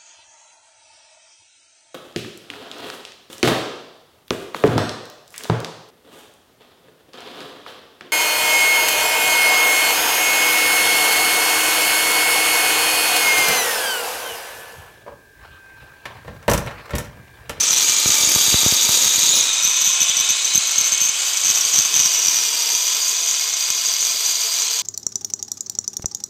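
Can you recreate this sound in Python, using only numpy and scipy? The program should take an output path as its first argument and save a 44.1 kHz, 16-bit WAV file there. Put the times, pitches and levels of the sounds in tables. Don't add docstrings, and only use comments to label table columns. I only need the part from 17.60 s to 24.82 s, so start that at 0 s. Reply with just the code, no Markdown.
import sys
import numpy as np
from scipy import signal
from scipy.fft import rfft, irfft, next_fast_len
from scipy.io import wavfile
from scipy.ndimage import uniform_filter1d, map_coordinates

SR = 44100
rng = np.random.default_rng(int(sys.argv[2]) if len(sys.argv) > 2 else 0)


def natural_amplitude(level_db):
    exponent = np.asarray(level_db, float) / 20
    return 10 ** exponent


def generate_wav(signal):
    frames = np.transpose(np.atleast_2d(signal))
    scaled = np.clip(frames, -1, 1) * 32767
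    pcm = np.round(scaled).astype(np.int16)
    wavfile.write(sys.argv[1], SR, pcm)


N = 318402
TIME = np.arange(N) / SR

# [t/s, pose]
POSE = [
    (0, 0),
    (1.8, 0),
    (2.4, 1),
    (3.4, 1),
    (4.3, 2),
    (7.22, 2),
]
# [t/s, distance/m]
DISTANCE = [(0, 1.37), (.6, 1.07), (1.8, 1.29), (1.9, 1.17), (2.9, 1.18), (4.9, 1.47), (5.2, 1.76),
            (6.3, 2.06), (7.22, 2.2)]
# [t/s, contact 0-1]
CONTACT = [
    (0, 0.99),
    (1.85, 0.8),
    (1.89, 0.1),
    (3.5, 0.07),
    (3.75, 0.6),
    (4.6, 0.6),
    (7.22, 0.86),
]
# [t/s,
# level/dB]
DISC_SWELL = [(0, -3.5), (.2, -5), (.56, -1), (.8, 1), (1.35, 0.5), (1.72, -2), (1.85, -10), (1.9, -10),
              (2.8, 3.5), (3.5, 3), (3.84, -2), (4.7, 0.5), (4.9, 5), (5.3, 4), (5.65, 1.5), (6.4, 3), (6.8, 4),
              (7.22, 2)]
# [t/s, pitch ratio at 1200 Hz]
TILT = [(0, .98), (.6, .92), (1.8, .97), (2.5, 1.06), (3.1, 1.04), (4.1, 1.11), (4.6, 1.01), (5, .95),
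        (5.4, 1.01)]
# [f/Hz, density/dB per Hz]
ROAR = [(120, -90), (220, -47.5), (330, -23), (525, -18.5), (1000, -12.5), (1950, -12), (2500, -6.5),
        (2800, -7.5), (3700, -3.5), (4450, -6), (5500, -5.5), (6400, -6.5), (7200, -2), (7900, -3.5),
        (8800, -9.5), (9400, -22.5), (15500, -34)]
# [f/Hz, level/dB in pose 0, in pose 1, in pose 2]
HOUSING = [(1000, -41.5, -44.5, -40.5), (1327, -42, -46, -47), (2167, -43.5, -37, -38.5),
           (2450, -36, -34, -36), (2890, -51, -36, -39)]
# [f/Hz, level/dB in pose 0, in pose 1, in pose 2]
GUARD = [(3434, -34.5, -48, -29), (3066, -41, -33.5, -34)]
# [t/s, resonance f/Hz, level/dB]
GAP = [(0, 4150, -37), (.45, 4100, -26), (.55, 3630, -31), (1, 3750, -24), (1.8, 3800, -23),
       (2.1, 3684, -28), (2.5, 3470, -26.5), (2.8, 3906, -27.5), (3.2, 4250, -32), (3.8, 4500, -53),
       (5, 4110, -38.5), (7.22, 4220, -32.5)]
# [f/Hz, rms level/dB]
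TONES = [(452.2, -59), (683.7, -58)]
DISC_HZ = [2430, 4700, 4790, 7200, 7570, 8390, 9030, 9535, 9970, 10630, 11200, 11765, 12530, 13070, 13590,
           14540, 14910, 15400]
# [width/Hz, level/dB]
DISC_FIRST_CUT = [(90, -30), (111, 11.5), (150, -11), (70, -16), (80, -22), (45, 11.5), (45, -21),
                  (110, -12), (200, -32), (100, -1.5), (60, -18), (100, -0.5), (190, 3.5), (200, -9),
                  (70, -29), (120, -5), (150, -9), (80, -20)]
# [width/Hz, level/dB]
DISC_SECOND_CUT = [(101, -23), (149, -1.5), (229, 2.5), (80, -6), (80, -19), (69.4, 2), (60, -27),
                   (130, -42), (192.4, -30), (80, -7.5), (70, -17), (100.3, -10), (150, -10), (130, -3.5),
                   (200, -23), (400, -15), (250, -22), (80, -10)]
# [f/Hz, density/dB per Hz]
DUST = [(500, -5), (1500, -20.5), (4000, -17.5), (5400, 1), (6500, 2.5), (7600, -36), (8100, -34),
        (9200, -10), (10000, -1.5), (11300, -24), (12200, -45.5), (13200, -8), (14000, -15), (15500, -5.5)]
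# [t/s, level/dB]
CHATTER = [(0.0, -13.5), (0.74, -16), (1.2, -17), (1.68, -16), (1.81, -10.5), (1.9, -20), (2.27, -16),
           (2.85, -22.5), (2.97, -19), (3.32, -22.5), (3.46, -22.5), (3.72, -21), (4.0, -17.5), (4.38, -19),
           (4.58, -14), (5.11, -17.5), (6.01, -17.5), (7.22, -19.5)]
# [first knock t/s, last knock t/s, level/dB]
BURSTS = [(2.033, 2.0496, -4.5), (2.075, 2.0745, -2), (2.1045, 2.1266, -9), (2.158, 2.1743, -10),
          (2.2084, 2.22, -11), (2.2464, 2.2861, -10.5), (2.3114, 2.3295, -15), (2.4049, 2.417, -4.5),
          (2.491, 2.4965, -5), (2.5691, 2.6094, -4), (2.647, 2.6468, -7), (2.69, 2.7054, -5.5),
          (2.8464, 2.8543, -4.5), (2.9496, 2.9559, -2), (2.9772, 2.9774, -1.5), (3.18, 3.2112, -3),
          (3.2502, 3.2777, -6), (3.321, 3.3369, -4), (3.3776, 3.3776, -2.5), (3.4043, 3.4588, -3.5),
          (3.492, 3.4965, -2), (3.663, 3.6798, -9), (3.836, 3.91, -6), (3.949, 3.973, -6),
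          (4.013, 4.0954, -13.5), (4.1356, 4.2181, -5.5), (4.3408, 4.42, -5.5), (4.4337, 4.4696, -4.5),
          (4.5312, 4.5765, -10.5), (4.6594, 4.683, -6)]
# [t/s, f/Hz]
CASE_HZ = [(0, 6050), (.6, 6350), (1.7, 6350), (1.9, 6180), (2.5, 6080), (3.2, 6270), (4.15, 6200),
           (4.75, 5900), (5.5, 6150)]
# [f/Hz, width/Hz, level/dB]
CASE = [(5830, 66, -9), (6130, 46, 6.5), (5890, 78, -30), (6946, 380, 9.5)]
# [f/Hz, density/dB per Hz]
CASE_HIGH = [(10500, -30), (11400, -16), (11800, 0), (12150, -5), (12600, -1), (13200, -3), (13900, -11),
             (14400, -13), (14700, -10), (15000, -15), (15500, -19)]
# [t/s, signed push, length/ms]
CHIPS = [(.4598, 0.13, 1.4), (.4939, -0.082, 1), (.6068, -0.02, 2.1), (.6358, 0.049, .9),
         (.674, 0.026, 3.0), (.761, 0.14, 1.2), (.8815, 0.054, 1.4), (.927, 0.019, 3.0),
         (0.9417, 0.014, 0.87), (0.9431, 0.16, 6.1), (1.0326, -0.13, 0.51), (1.0631, 0.22, 1.5),
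         (1.1245, 0.11, 1.3), (1.2916, 0.28, 0.23), (1.2918, -0.047, 0.34), (1.2926, 0.16, 0.62),
         (1.4615, -0.032, 1.5), (1.5813, -0.033, 1.5), (1.7347, 0.012, 1.4), (1.8369, 0.0091, 1)]
# [f/Hz, density/dB per Hz]
RUMBLE = [(20, -6), (40, 0), (110, -3), (200, -12), (400, -45)]

ROAR_DB, RING_DB, DUST_DB = -34.5, -26, -33.5
MAINS_HZ = 100
IDLE_DUST_DB, SHALLOW_DUST_DB = -9, -7.5
SKITTER_DB, SKITTER_RATE = 1.2, 22
KNOCK_GAP_S = .0095
DEEP_CUT_S = (.5, 1.7)


def motor(load):
    throb = 1 + 0.025 * mains_wave(np.sin)
    rush = throb * natural_amplitude(0.41 * load + 1.12 * wobble(200)) * rng.standard_normal(N)
    roar = unit(filtered(rush, colour(ROAR)))
    roar_db = ROAR_DB + spread_db() + 13 + 0.28 * wobble(12)
    gap_hz, gap_db = curves(GAP)
    air = strands(GUARD, width_hz=480) + natural_amplitude(gap_db) * narrow(gap_hz, width_hz=620)
    air = throb * natural_amplitude(1.0 * load + 1.5 * wobble(30)) * air
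    tones = second_cut() * sum(natural_amplitude(db + 5.5) * narrow(hz, width_hz=29) for hz, db in TONES)
    housing = natural_amplitude(-0.5) * strands(HOUSING, width_hz=79)
    return natural_amplitude(roar_db) * roar + air + housing + tones


def strands(table, width_hz):
    tilt = curves(TILT)[0]
    total = np.zeros(N)
    for hz, *pose_db in table:
        level = natural_amplitude(by_pose(pose_db) + 1.5 * wobble(1.756))
        pitch_hz = hz * tilt ** (1200 / hz) * (1 + .012 * wobble(1.2))
        total += level * narrow(pitch_hz, width_hz)
    return natural_amplitude(spread_db()) * total


def disc(load):
    swell_db, contact = curves(DISC_SWELL)[0], curves(CONTACT)[0]
    ring_db = RING_DB + spread_db() + swell_db + SKITTER_DB * wobble(SKITTER_RATE)
    ring_db = ring_db + 3.5 * np.minimum(ring_db + 31, 0)

    scrape_db = 6.5 * np.exp(-((TIME - 1.79) / .08) ** 2)
    pose_db = by_pose((0, IDLE_DUST_DB, SHALLOW_DUST_DB)) + 0.34 * IDLE_DUST_DB * (1 - contact)
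    dust_db = DUST_DB + spread_db() + 0.44 * swell_db + pose_db + scrape_db
    dust_db = dust_db + 0.62 * SKITTER_DB * wobble(SKITTER_RATE)
    dust_db = dust_db + 1.6 * np.minimum(dust_db + 43.5, 0)

    stone = rng.standard_normal(N)
    steady = natural_amplitude(1.3 * load + 0.7 * wobble(20)) * stone
    first = unit(filtered(steady, disc_modes(DISC_FIRST_CUT)))
    second = unit(filtered(steady, disc_modes(DISC_SECOND_CUT)))
    far = second_cut()
    ring = (1 - far) * first + far * second
    grit = natural_amplitude(1.4 * load + 3 * wobble(150) + 1.5 * wobble(10)) * stone
    dust = unit(filtered(grit, colour(DUST)))
    return contact * natural_amplitude(ring_db + 3.5) * ring + natural_amplitude(dust_db + 10) * dust


def disc_modes(table):
    def response(f):
        gain = 0
        for centre, (width, db) in zip(DISC_HZ, table):
            detune = (centre ** 2 - f * f) / ((f + 1) * width)
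            gain = gain + natural_amplitude(db) * (1 + detune ** 2) ** -.85
        return gain
    return response


def gears(load):
    t = np.arange(SR // 50) / SR
    rebound = 0.34 * (1 - np.exp(-t / 0.0017)) * np.exp(-t / 0.0067)
    blow = t / 0.00077 * np.exp(1 - t / 0.0005) + rebound
    size = np.abs(signal.fftconvolve(knock_force() + kick_force(), blow)[:N])
    case_hz, contact = curves(CASE_HZ)[0], curves(CONTACT)[0]
    note_hz = case_hz + 150 * wobble(450) + 420 * contact * wobble(600)
    note = np.sin(2 * np.pi * np.cumsum(note_hz) / SR)
    knock = filtered(size * note, lambda f: 0.8 + 0.35 * modes(CASE)(f))

    tooth_db = 2.5 * rng.standard_normal(N) + 1.0 * load + 2 * mains_wave(np.cos)
    teeth = (rng.random(N) < 900 / SR) * natural_amplitude(tooth_db)
    rattle = unit(np.abs(signal.fftconvolve(teeth, blow)[:N]))
    buzz = natural_amplitude(curves(CHATTER)[0] - 2.0 + 2.0 * wobble(35)) * rattle
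    buzz_note = narrow(case_hz + 180 + 120 * wobble(60), width_hz=740)
    chatter = filtered(buzz * buzz_note, lambda f: 0.43 + .5 * modes(CASE)(f))

    hardness = uniform_filter1d(size + 0.26 * buzz, size=90, origin=44) ** 1.37
    high = filtered(hardness * natural_amplitude(2.1 * wobble(30)) * rng.standard_normal(N), colour(CASE_HIGH))
    rasp = contact * size * unit(filtered(rng.standard_normal(N), colour(ROAR)))
    ring = filtered(natural_amplitude(2.0) * knock + chatter, lambda f: 1 / (1 + (5150 / (f + 1)) ** 12))
    return ring + natural_amplitude(-5.5) * high + natural_amplitude(-8.5) * rasp


def knock_force(strays=28):
    force, chance = np.zeros(N), rng.standard_normal((len(BURSTS), 2, 16))
    for (first, last, db), (late, size) in zip(BURSTS, chance):
        count = round(abs(last - first) / KNOCK_GAP_S) + 1
        at = np.linspace(first, max(first, last), count)
        at[1:-1] += 0.22 * KNOCK_GAP_S * late[:count][1:-1]
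        force[(at * SR).astype(int)] = natural_amplitude(db - 2.5 * np.clip(size[:count], -2, 1))
    place, size = rng.random((2, strays))
    at = np.interp(place, (0, 1), (1.9, 4.4))
    force[(at * SR).astype(int)] = natural_amplitude(-19 + 3.4 * (size + 3.5))
    return force


def kick_force():
    start, end = DEEP_CUT_S
    mains = np.arange(1, N / SR * MAINS_HZ - 1) / MAINS_HZ
    turns = np.arange(start, end, 1 / 165.3)
    at = np.concatenate([mains[(mains < start) | (mains > end)], turns])
    late, size = rng.standard_normal((2, len(at)))
    at = ((at + .0019 * (late - 1)) * SR).astype(int)
    force = np.zeros(N)
    force[at] = natural_amplitude(curves(CHATTER)[0][at] + 6 + 4 * np.clip(size, -3, 1.2))
    return force


def pattern(count=12):
    cycle = np.cumsum(33.4 * (1 + 0.0033 * wobble(1.97))) / SR
    return np.interp(cycle % 1, np.arange(count) / count, unit(rng.standard_normal(count)), period=1)


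def chips():
    out, t = np.zeros(N + SR), np.arange(SR // 50) / SR
    for s, push, ms in CHIPS:
        shove = 3.5 * push * np.exp(-t / (ms * 0.00082)) * (1 - np.exp(-t / 0.00019))
        tick = 1.2 * abs(push) * np.exp(-t / .0006) * rng.standard_normal(len(t))
        swing = 0.53 * push * np.exp(-t / 0.00079) * np.sin(2 * np.pi * 1300 * t)
        out[round((s - .0004) * SR):][:len(t)] += shove + tick + swing
    return out[:N]


def floor():
    return natural_amplitude(-78 + 6 * wobble(6)) * unit(filtered(rng.standard_normal(N), colour(RUMBLE)))


def spread_db():
    return -20 * np.log10(curves(DISTANCE)[0])


def second_cut():
    return np.interp(TIME, (3.2, 4.9), (0, 1))


def by_pose(values):
    return np.interp(curves(POSE)[0], np.arange(3), values)


def mains_wave(shape):
    return shape(2 * np.pi * MAINS_HZ * TIME)


def unit(x):
    return x / np.sqrt(np.mean(x ** 2) + 1e-20)


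def curves(rows):
    s, *cols = np.transpose(rows)
    return [np.interp(TIME, s, c) for c in cols]


def wobble(rate):
    at = np.arange(0, N + 32, 32)
    knots = rng.standard_normal(int(N * rate / SR) + 4)
    return np.interp(np.arange(N), at, map_coordinates(knots, [at * rate / SR]))


def filtered(x, response):
    m = next_fast_len(N + 8192)
    return irfft(rfft(x, m) * response(np.fft.rfftfreq(m, 1 / SR)), m)[:N]


def colour(points):
    hz, db = np.transpose(points)
    return lambda f: natural_amplitude(np.interp(np.log(f + 1), np.log(hz), db))


def modes(table):
    def response(f):
        total = 0
        for k, (centre, width, db) in enumerate(table):
            loss = 1j * f * width
            total = total + (-1) ** k * natural_amplitude(db) * loss / (centre * centre - f * f + loss)
        return total
    return response


def narrow(hz, width_hz):
    pole = np.exp(-np.pi * np.abs(width_hz) / SR)
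    slow = signal.lfilter([1], [1, -2 * pole, pole ** 2], rng.standard_normal((2, N)))
    turn = 2 * np.pi * np.cumsum(hz * np.ones(N)) / SR
    return unit(slow[0] * np.cos(turn) + slow[1] * np.sin(turn))


def scene():
    load = pattern()
    tool = motor(load) + disc(load) + gears(load)
    tool = filtered(tool, lambda f: 1 / (1 + (190 / (f + 1)) ** 5))
    return (tool + chips() + floor())[None]


def low_pass(x):
    return signal.sosfilt(signal.butter(12, 15680, fs=SR, output="sos"), x)


def record(dry):
    power = uniform_filter1d(dry[0] ** 2, size=90)
    thud = 0.36 * power ** 4 / (power ** 3 + 0.064 ** 3)
    thud = filtered(thud, lambda f: 1j * f / (1j * f + 130))
    low_cut = lambda f: (1j * f) ** 3 / ((1j * f + 70) * (75 ** 2 - f * f + 1j * f * 80))
    x = filtered(dry[0] + thud, low_cut)
    x = x / (1 + np.abs(x / .85) ** 5) ** (1 / 5)
    x = filtered(x, lambda f: 1 / (1 + (f / 15480) ** 200))
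    return low_pass(x[None])


dry = scene()
out = record(dry)
generate_wav(out)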